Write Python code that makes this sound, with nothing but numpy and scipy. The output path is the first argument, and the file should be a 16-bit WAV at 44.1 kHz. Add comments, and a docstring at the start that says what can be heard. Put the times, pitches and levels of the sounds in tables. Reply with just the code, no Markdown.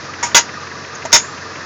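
"""A steel device is folded shut by hand on dry ground, over a low rumble and a small drive's faint whirr.
Its arms give a light ringing tap (0.23 s), then the lid hits its catch with a hard clank (0.35 s).
A hand brushes the steel (0.95 s), the case takes a dull knock (1.05 s) and the frame clanks shut (1.13 s).
Each clank is a short rattle of contacts that rings the steel's modes and overloads the microphone."""
import sys
import numpy as np
from scipy import signal
from scipy.fft import rfft, irfft, next_fast_len
from scipy.io import wavfile
from scipy.ndimage import map_coordinates

SR = 44100
rng = np.random.default_rng(int(sys.argv[2]) if len(sys.argv) > 2 else 0)


def to_wav(s):
    """Save 16-bit WAV."""
    ch = np.atleast_2d(s).T  # columns
    pcm = np.round(np.clip(ch, -1, 1) * 32767)  # PCM
    wavfile.write(sys.argv[1], SR, pcm.astype(np.int16))


N = 72765
TIME_S = np.arange(N) / SR


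def amp(db):
    """Decibels to gain."""
    return 10 ** (np.asarray(db) / 20)


def along(points, hz):
    """Interpolate (frequency, value) points on a log frequency axis."""
    knots_hz, values = np.transpose(points)
    return np.interp(np.log(hz + 1), np.log(knots_hz + 1), values)


def noise(response):
    """Noise of rms 1, coloured by the gain response(hz)."""
    size = next_fast_len(N + 8192)
    spectrum = rfft(rng.standard_normal(N), size) * response(np.fft.rfftfreq(size, 1 / SR))
    x = irfft(spectrum, size)[:N]
    return x / np.sqrt(np.mean(x ** 2) + 1e-20)


def wobble(rate_hz):
    """Smooth random curve with knots at rate_hz."""
    knots = rng.standard_normal(int(N * rate_hz / SR) + 4)
    return map_coordinates(knots, [TIME_S * rate_hz])


def add(out, x, start_s):
    """Mix x into out from start_s."""
    i = round(start_s * SR)
    out[i:] += x[:N - i]


def swish(offset_s, sigma_s, centre_hz, sigma_hz, peak_db):
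    """Gaussian swell of narrow-band noise around offset 0."""
    envelope = amp(peak_db) * np.exp(-.5 * (offset_s / sigma_s) ** 2)
    return envelope * noise(lambda hz: np.exp(-.5 * ((hz - centre_hz) / sigma_hz) ** 2))


def background():
    """Fluttering rumble and hiss with a weak, slightly unsteady hum."""
    # hum lines (frequency [Hz], rms level [dB])
    lines = [(91, -46.5), (137, -49.5), (455, -49), (980, -46.5)]
    # rumble and hiss spectrum (frequency [Hz], relative density [dB])
    spectrum = [(30, -35), (65, -17), (85, -1), (160, 1), (450, 1), (820, -2.5), (1100, 1), (1850, 1),
                (2250, -9), (2550, -4.5), (3000, -13.5), (4000, -9), (5300, -7), (6500, -10.5),
                (7200, -19.5), (7700, -38.5)]
    hum = sum(amp(db) * np.sqrt(2) * np.sin(2 * np.pi * hz * TIME_S + .5 * wobble(7.06))
              for hz, db in lines)
    rumble_db = -30.5 + 0.45 * wobble(40.1)
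    return hum + amp(rumble_db) * noise(lambda hz: amp(along(spectrum, hz)))


def drive():
    """A small mechanism rubs and ticks at the same places in every turn."""
    # swells per turn (time [s], sigma [s], centre [Hz], sigma [Hz], peak [dB])
    swells = [(0.046, 0.0089, 1210, 50, -33), (0.1002, 0.01, 1197, 45, -31.5),
              (.1405, 0.0036, 2020, 720, -28), (0.01, 0.0053, 1750, 230, -32)]
    turn_s = .1772
    return sum(swish((TIME_S - at_s + turn_s / 2) % turn_s - turn_s / 2, *shape)
               for at_s, *shape in swells)


def clatter(tilt_db_oct, t60_scale):
    """Dense sheet-steel modes: noise, tilted above about 1.5 kHz, that dies band by band."""
    # spectrum before tilt (frequency [Hz], relative density [dB])
    spectrum = [(60, -24.5), (200, -16.5), (550, -5), (1000, -3.5), (1900, 2.5), (2700, -1.5), (4300, -5.5),
                (5500, -1), (6700, 5.5), (7050, -2), (7400, -13)]
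    # decay before scaling (frequency [Hz], t60 [s])
    decay = [(100, .09), (600, .11), (2000, 0.094), (4000, 0.11), (7000, .11)]
    steady = noise(lambda hz: amp(along(spectrum, hz) + tilt_db_oct * np.log2(1 + hz / 1500)))
    band_hz, age_s, bands = signal.stft(steady, SR, nperseg=256)
    t60_s = t60_scale * along(decay, band_hz)[:, None]
    fade = np.exp(-np.log(1000) * age_s / t60_s)
    return signal.istft(bands * fade, SR, nperseg=256)[1][:N]


def struck(modes, hits, tilt_db_oct, t60_scale, jitter_rad):
    """Each contact feeds energy into the part's modes and sets off a new clatter."""
    out = np.zeros(N)
    modes_rms = np.sqrt(sum(amp(db) ** 2 for _, db, _ in modes) / 2)
    for hz, mode_db, t60_s in modes:
        energy = np.zeros(N)
        fade = np.exp(-np.log(1000) * TIME_S / t60_s)
        for at_s, ring_db, _ in hits:
            gain = amp(mode_db + ring_db + rng.standard_normal())
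            add(energy, (gain * fade) ** 2, at_s)
        phase_rad = 2 * np.pi * (hz * TIME_S + rng.random()) + jitter_rad * wobble(120)
        out += np.sqrt(energy) / modes_rms * np.sin(phase_rad)
    for at_s, _, clatter_db in hits:
        add(out, amp(clatter_db) * clatter(tilt_db_oct, t60_scale), at_s)
    return out


def hand_brush():
    """A hand brushes the steel: a brief high hiss."""
    return swish(TIME_S - .9545, sigma_s=.005, centre_hz=6400, sigma_hz=380, peak_db=-31)


def case_knock():
    """Two soft bumps ring the case's low modes."""
    # case modes (frequency [Hz], relative level [dB], t60 [s])
    modes = [(646, -2, 0.052), (941, -6, 0.06), (2060, -18, 0.14)]
    # contacts (time [s], ring [dB], clatter [dB])
    hits = [(1.052, -19, -24), (1.057, -19.5, -26.5)]
    return struck(modes, hits, tilt_db_oct=-0.5, t60_scale=0.57, jitter_rad=.25)


def arm_tap():
    """The folding arms touch twice and ring."""
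    # arm modes (frequency [Hz], relative level [dB], t60 [s])
    modes = [(800, -11, .16), (870, -14, .14), (954, 0, .17), (1175, -15, .15), (1424, -13, .18),
             (1760, -3, .05), (1920, -4, .05), (2171, -8, .14), (2340, -14, .16), (3431, -14, .1),
             (5020, -13, .16), (5125, -15, .2), (5584, -4.5, .17), (6315, -6, .18), (6438, -14, .19),
             (6954, -3.5, .19), (7630, -17, .17)]
    # contacts (time [s], ring [dB], clatter [dB])
    hits = [(0.2283, -20, -22), (.2318, -13, -22)]
    return struck(modes, hits, tilt_db_oct=-5, t60_scale=2.43, jitter_rad=.08)


def catch_click():
    """The lid strikes the catch, whose modes die fast."""
    # catch modes (frequency [Hz], relative level [dB], t60 [s])
    modes = [(2988, -2.5, 0.02), (3333, 0.5, 0.038), (3704, -5, 0.048)]
    # contact (time [s], ring [dB], clatter [dB])
    hits = [(0.3464, 1.9, -3.5)]
    return struck(modes, hits, tilt_db_oct=-3, t60_scale=0.15, jitter_rad=0.32)


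def lid_clank():
    """The lid slams over the catch and rattles."""
    # lid modes (frequency [Hz], relative level [dB], t60 [s])
    modes = [(620, -9, .09), (942, 2.5, .115), (1412, 0, .1), (1539, -7, .09), (2027, -1, .115),
             (2848, -12, .17), (3494, -4, .1), (4567, -5, .085), (4883, -3, .14), (5107, -9, .15),
             (5733, 3, .11), (6543, -3, .11), (6841, 1, .13), (6968, -3, .125)]
    # contacts (time [s], ring [dB], clatter [dB])
    hits = [(0.3462, -4, -2.5), (0.352, -0.5, 1), (0.3663, -5, 0), (.377, -14, -5.5)]
    return struck(modes, hits, tilt_db_oct=-1, t60_scale=1.0, jitter_rad=0.29)


def frame_clank():
    """The frame that the lid locks into snaps shut in a bright rattle."""
    # frame modes (frequency [Hz], relative level [dB], t60 [s])
    modes = [(614, -10, .12), (941, -5, .11), (1430, -10, .1), (2002, -8, .1), (2100, -9, .11),
             (3566, -3, .115), (3735, -8, .09), (3958, -11, .12), (4833, -9, .14), (5163, -8, .12),
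             (5425, 3.5, .1), (6223, -1, .13), (6579, -1, .135), (6719, -10, .25), (6935, -3, .14),
             (7215, -24, .5)]
    # contacts (time [s], ring [dB], clatter [dB])
    hits = [(1.12, -40, -18.5), (1.128, -12, -19), (1.1284, 2.5, 1.5), (1.1416, 1.5, -2), (1.152, -8, -2.5),
            (1.1613, -29, -7)]
    return struck(modes, hits, tilt_db_oct=1.56, t60_scale=0.92, jitter_rad=0.52)


def scene():
    """Mono sum at the microphone."""
    device = arm_tap() + catch_click() + lid_clank() + hand_brush() + case_knock() + frame_clank()
    return (device + background() + drive())[None]


def low_pass(x, cutoff_hz):
    """Steep causal elliptic low-pass."""
    return signal.sosfilt(signal.ellip(8, .3, 80, cutoff_hz, fs=SR, output="sos"), x)


def record(dry):
    """The microphone stage saturates, its narrow band cuts the treble, and remaining peaks clip hard."""
    overload_level, knee = 0.97, 6.9
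    saturated = dry[0] / (1 + np.abs(dry[0] / overload_level) ** knee) ** (1 / knee)
    clipped = np.clip(low_pass(saturated, cutoff_hz=7520), -1, 1)
    return low_pass(clipped, cutoff_hz=15900)[None]


dry = scene()
out = record(dry)
to_wav(out)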